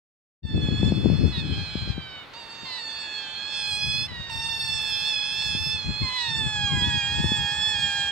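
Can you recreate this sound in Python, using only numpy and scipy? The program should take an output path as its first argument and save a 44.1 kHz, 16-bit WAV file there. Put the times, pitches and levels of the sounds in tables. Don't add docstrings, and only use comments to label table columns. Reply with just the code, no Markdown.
import sys
import numpy as np
from scipy import signal
from scipy.fft import rfft, irfft, next_fast_len
from scipy.io import wavfile
from scipy.ndimage import uniform_filter1d

SR = 44100
rng = np.random.default_rng(int(sys.argv[2]) if len(sys.argv) > 2 else 0)


def generate_wav(sig):
    pcm = np.round(np.clip(np.atleast_2d(sig).T, -1, 1) * 32767).astype(np.int16)
    wavfile.write(sys.argv[1], SR, pcm)


N = 357651
T = np.arange(N) / SR
START_S = .42
SIDES = np.array([[.5], [-.5]])


def undb(db):
    return 10 ** (np.asarray(db) / 20)


def unit(x):
    return x / np.sqrt(np.mean(x ** 2) + 1e-18)


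def curve(rows, at=T):
    return np.interp(at, *np.transpose(rows))


def gain_at(spectrum, hz):
    f, db = np.transpose(spectrum)
    return undb(np.interp(np.log(hz + 1), np.log(f), db))


def colour(x, spectrum):
    size = next_fast_len(x.shape[-1])
    hz = np.arange(size // 2 + 1) * SR / size
    return irfft(rfft(x, size) * gain_at(spectrum, hz), size)[..., :x.shape[-1]]


def drift(rate_hz, size):
    place = np.arange(size) * rate_hz / SR
    steps = rng.standard_normal(N // 32)
    k = place.astype(int)
    blend = (place - k) ** 2 * (3 - 2 * (place - k))
    return steps[k] * (1 - blend) + steps[k + 1] * blend


# t/s, level/dB, half-width/s
GUST_SWELLS = [(0.603, -24, 0.069), (0.866, -26.5, 0.22), (1.06, -22, 0.054), (1.236, -22.5, 0.04),
               (1.496, -28, 0.097), (1.892, -36.5, 0.093), (2.644, -48, 0.027), (3.945, -36, 0.1),
               (4.426, -42.5, 0.35), (5.62, -37, .12), (5.895, -31, 0.035), (6.027, -30.5, 0.027),
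               (6.44, -31, 0.06), (6.816, -28, 0.097), (7.237, -33, 0.11), (7.8, -41.5, 0.23)]
# t/s, level/dB
WINDWARD = [(.6, 7.5), (1.1, 13), (2, 12.5)]
# f/Hz, level/dB
RUMBLE_SPECTRUM = [(25, -49), (65, 4), (155, 0), (350, -23), (700, -34), (4000, -98)]
def wind(breeze_db=-74, flutter_db=4, eddy_db=-4, rumble_side=0.68):
    gust_power = sum(undb(db) ** 2 / np.cosh(np.clip((T - s) / half_s, -20, 20)) ** 2
                     for s, db, half_s in GUST_SWELLS)
    level_db = 10 * np.log10(undb(breeze_db) ** 2 + gust_power)
    side_db = SIDES * curve(WINDWARD)
    rumble = unit(colour(rng.standard_normal((2, N)), RUMBLE_SPECTRUM)) * undb(rumble_side * side_db)
    eddy_spectrum = [(60, -2.0), (290, 6.5), (1000, -34.5), (5000, -76)]
    eddies = unit(colour(rng.standard_normal((2, N)), eddy_spectrum))
    eddies *= undb(eddy_db + level_db - level_db.max() + side_db)
    return (rumble + eddies) * undb(level_db + flutter_db * drift(40, N))


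# f/Hz, level/dB
HISS_SPECTRUM = [(60, 4.5), (400, 3.5), (1400, 4), (4300, -2), (5700, -19), (10000, -29.5)]
def background_hiss(level_db=-46, shared=0.87, swell_db=-0.6, rise_s=0.27):
    noise = rng.standard_normal((3, N))
    hiss = unit(colour(noise[:2] + shared * noise[2], HISS_SPECTRUM))
    rise = np.clip((T - START_S) / rise_s, 0, 1)
    return hiss * undb(level_db + swell_db * drift(6, N)) * rise


def pitch_and_level(call, note, t, flicks, push_db,
                    glide_s=.07, flick_s=0.0176, push_s=0.23, fade_db=8, fade_s=0.014):
    overshoot, full_db, soft_db, swell_s = call[:4]
    age = t - note[0][0]
    remaining = np.maximum(note[-1][0] - t, 0)
    held_hz = curve(note, t)
    flick = sum(rise * np.exp(-((t - s) / flick_s) ** 2) for s, rise in flicks)
    bend = overshoot * np.exp(-age / glide_s) + flick
    swell_db = full_db - soft_db * np.maximum(1 - age / swell_s, 0)
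    level_db = swell_db - fade_db * np.exp(-remaining / fade_s)
    mean_hz = uniform_filter1d(held_hz, int(push_s * SR), mode="nearest")
    push_percent = np.clip(100 * (held_hz / mean_hz - 1), -4, 4)
    return held_hz * (1 + bend), level_db + push_db * push_percent


# t/s, opening (0 shut, 1 wide)
MOUTH_OPENING = [(.5, 0.24), (.9, 0.48), (1.6, 0.54), (2.35, 0.33), (2.7, 0.081), (3.44, 0.047),
                 (3.56, 0.8), (3.75, 1), (5.7, 1), (5.82, 0.42)]
def squeal(call, note, shut, wide, flicks=(), gape_db=0, push_db=0, effort_tilt=0,
           tremor=0.00427, jitter=.0032, shimmer=0.087, wander_db=1.34, flicker_db=1.0, breath_db=-39,
           tighten=0.53, tilt_above_hz=3130, chest_s=0.31, attack_s=0.0036, release_s=0.008):
    start, end = note[0][0], note[-1][0]
    span = (T >= start) & (T < end + release_s)
    t = T[span]
    size = len(t)
    pitch, level_db = pitch_and_level(call, note, t, flicks, push_db)
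    _, full_db, _, _, chest_db, bright_db = call
    hz = pitch * (1 + tremor * drift(55, size) + jitter * drift(600, size))
    phase = 2 * np.pi * np.cumsum(hz) / SR
    relaxed_hz = hz * (np.median(hz) / hz) ** tighten
    slow = slice(None, None, 64)
    gape = curve(MOUTH_OPENING, t[slow])
    tilt_db = bright_db + effort_tilt * (level_db[slow] - full_db)
    tone, power = 0, 0
    for k in range(1, 18):
        tract_hz = k * relaxed_hz[slow]
        gain = gain_at(shut, tract_hz) ** (1 - gape) * gain_at(wide, tract_hz) ** gape
        gain *= undb(tilt_db * np.log2(np.maximum(k * hz[slow] / tilt_above_hz, 1)))
        if k == 1:
            gain *= undb(chest_db * np.exp((start - t[slow]) / chest_s))
        gain = np.interp(t, t[slow], gain)
        power += gain ** 2 / 2
        waver_db = flicker_db * np.sqrt(k) * drift(28.02, size) + wander_db * drift(5.06, size)
        tone += gain * undb(waver_db) * np.sin(k * phase + 2 * np.pi * rng.random())
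    breath = unit(colour(rng.standard_normal(size) * (1 + np.cos(phase)), wide))
    voice = tone / np.sqrt(power) * (1 + shimmer * drift(400, size)) + undb(breath_db) * breath
    edges = np.minimum((t - start) / attack_s, 1) * np.minimum((end - t) / release_s + 1, 1)
    out = np.zeros(N)
    out[span] = voice * edges * undb(level_db + gape_db * curve(MOUTH_OPENING, t))
    return out


# f/Hz, then gain/dB for
TRACT_RESPONSES = [(920, -9.5, -13.5, -6, -16.5, -7), (1880, -6, -11.5, 2.5, -2.5, 0),
                   (2790, -2, 2.5, -7.5, -8.5, -6.5), (3450, -0.5, 1.5, -6, 5, 6),
                   (4080, 12, -4, -12, -5, -11.5), (5185, -18, -.5, -7.5, -14.5, -12),
                   (6080, -23, -17.5, -29, -24, -27), (6440, -18.5, -22.5, -18.5, -17.5, -20.5),
                   (7740, -16, -24, -18, -19.5, -13.5), (8180, -30.5, -6, -20.5, -37, -26.5),
                   (9840, -57, -44.5, -40.5, -44, -40), (11620, -70, -25, -45, -54, -35.5),
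                   (13150, -65, -56, -48, -55, -60)]
def vocal_tract(column):
    return np.array(TRACT_RESPONSES)[:, [0, column]]


# onset overshoot/fraction of pitch, full level/dB, onset softening/dB,
# swell time/s, onset boost of the fundamental/dB, treble tilt/(dB per octave)
LOWER_SQUEALS = [(0.0133, -36, 8.1, 0.2, 1, -2), (.168, -41.5, 1.3, 0.032, 7.2, -9),
                 (.074, -38.5, 6, 0.038, 10, -4.5), (.126, -34.5, 6.65, 0.43, 4.3, 0.5),
                 (.105, -27.5, 10.3, 0.26, 1.8, 2)]
# t/s, f/Hz
LOWER_PITCH = [
    [(0.43, 889), (0.714, 842.4), (0.895, 866), (0.918, 840)],
    [(1.32, 871), (1.399, 868), (1.466, 762), (1.6, 804), (1.723, 771), (1.924, 800), (2.248, 730)],
    [(2.65, 998), (2.764, 974), (2.832, 907), (2.966, 849), (3.132, 847), (3.307, 778), (3.469, 838),
     (3.708, 791)],
    [(4.08, 902), (4.238, 926), (4.736, 878), (4.979, 809), (5.113, 858), (5.318, 818.5), (5.446, 851),
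     (5.577, 811)],
    [(6.021, 976), (6.163, 993.5), (6.317, 900), (6.391, 880), (6.709, 809.3), (6.874, 844.3), (7.048, 812),
     (7.319, 861), (7.415, 817.5), (7.692, 860), (7.764, 821), (8.11, 807)],
]
def lower_otter():
    muffled, free = vocal_tract(column=4), vocal_tract(column=5)
    *cries, wail = zip(LOWER_SQUEALS, LOWER_PITCH)
    crying = sum(squeal(*cry, muffled, muffled, push_db=1.72, effort_tilt=1.0) for cry in cries)
    return crying + squeal(*wail, free, free, push_db=0.9, effort_tilt=0.65)


UPPER_SQUEALS = [(0.0089, -44, 9, 0.22, -1, 0.5), (0.063, -37, 9, 0.59, 14.5, 2),
                 (.077, -38, 6.5, 0.36, 16.5, 1), (0.33, -36.5, 4, 0.8, 10.5, 5.5)]
# t/s, f/Hz
UPPER_PITCH = [
    [(0.431, 895), (0.644, 855), (0.871, 866), (1.889, 834), (1.937, 860)],
    [(2.335, 845), (2.384, 893), (2.648, 917.6), (2.748, 889), (2.921, 899), (3.453, 851), (3.519, 875.4),
     (3.725, 830), (4.066, 854)],
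    [(4.295, 856.6), (4.458, 909.7), (5.026, 865.7), (5.089, 881.3), (5.19, 851), (5.436, 884),
     (5.492, 868), (5.733, 872.5), (5.847, 837), (6.311, 859), (6.396, 896)],
    [(6.67, 899), (6.771, 946), (7.494, 896), (8.11, 887)],
]
# t/s, rise/fraction of pitch
PITCH_FLICKS = [(2.39, 0.0252), (4.06, .02), (4.295, .015), (4.326, -.018)]
def upper_otter():
    shut, wide, head_down = vocal_tract(column=1), vocal_tract(column=2), vocal_tract(column=3)
    *wails, whine = zip(UPPER_SQUEALS, UPPER_PITCH)
    wailing = sum(squeal(*wail, shut, wide, PITCH_FLICKS, gape_db=9, push_db=.5) for wail in wails)
    return wailing + squeal(*whine, head_down, head_down, push_db=.5, effort_tilt=0.59)


# f/Hz, level/dB
LEVEL_DIFFERENCE = [(1700, -1), (2550, -3), (3400, -9), (4250, -10.5), (5100, -8.5), (8500, -3.5),
                    (11000, -1.5)]
def stereo_colouring(voice, lead):
    size = next_fast_len(N)
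    hz = np.arange(size // 2 + 1) * SR / size
    transfer = gain_at(LEVEL_DIFFERENCE, hz) ** SIDES * np.exp(1j * SIDES * curve(lead, hz))
    pair = irfft(rfft(voice, size) * transfer, size)[:, :N]
    return pair * np.std(voice) / np.std(pair)


# f/Hz, phase/rad
UPPER_LEAD = [(850, -0.22), (3400, -1.1), (8500, -1.06)]
LOWER_LEAD = [(1700, 0.77), (3400, 0.9), (5100, 1.74), (6800, 1.5), (11000, 3.5)]
def deck(upper, lower, early_db=-13, early_s=0.008, tail_db=-22, t60_s=1.0):
    t = T[:SR]
    early, tail = rng.standard_normal((2, 2, len(t)))
    boards = undb(early_db) * unit(early * np.exp(-t / early_s))
    garden = undb(tail_db) * unit(tail * undb(-60 * t / t60_s))
    response = (boards + garden) / np.sqrt(len(t))
    echoes = signal.fftconvolve((upper + lower)[None], response, axes=1)[:, :N]
    return stereo_colouring(upper, UPPER_LEAD) + stereo_colouring(lower, LOWER_LEAD) + echoes


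# t/s, level before filtering/dB
EDDY_STRIKES = [(0.579, -14), (0.687, -14.5), (0.831, -9), (0.922, -9), (1.059, -8), (1.101, -10.5),
                (1.755, -17.5), (1.876, -25.5), (1.98, -21.5), (2.633, -34.5), (5.55, -23.5), (7.243, -16),
                (7.319, -17.5)]
def buffets(swing_hz=165, decay_s=0.0036):
    pressure = np.zeros(N)
    for s, db in EDDY_STRIKES:
        age = np.maximum(T - s, 0)
        pressure += undb(db) * np.exp(-age / decay_s) * np.sin(2 * np.pi * swing_hz * age)
    knocks = colour(pressure, [(30, -17), (130, -1), (330, 7.5), (900, 5.5), (3000, -58)])
    return knocks * undb(SIDES * curve(WINDWARD))


# t/s, level/dB, half-width/s
VOICE_CATCHES = [(0.914, -48, .008), (2.338, -42, .004), (2.65, -60, .007), (4.301, -45, .005),
                 (5.23, -47.5, .02), (5.424, -35.5, 0.0043), (6.018, -49, .007)]
def rasps():
    bursts = sum(undb(db) * np.exp(-((T - s) / half_s) ** 2) for s, db, half_s in VOICE_CATCHES)
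    spectrum = [(400, -18), (1000, -3), (4300, -0.5), (9000, -25.5), (14000, -50)]
    return bursts * unit(colour(rng.standard_normal(N), spectrum))


def scene():
    return deck(upper_otter() + rasps(), lower_otter()) + wind() + buffets() + background_hiss()


def record(dry, fade_s=0.065, low_cut_hz=45, high_cut_hz=15700):
    fade = np.clip((T - START_S) / fade_s, 0, 1)
    highpass = signal.butter(2, low_cut_hz, "highpass", fs=SR, output="sos")
    lowpass = signal.ellip(10, .1, 80, high_cut_hz, fs=SR, output="sos")
    return signal.sosfilt(lowpass, signal.sosfilt(highpass, dry * fade))


dry = scene()
out = record(dry)
generate_wav(out)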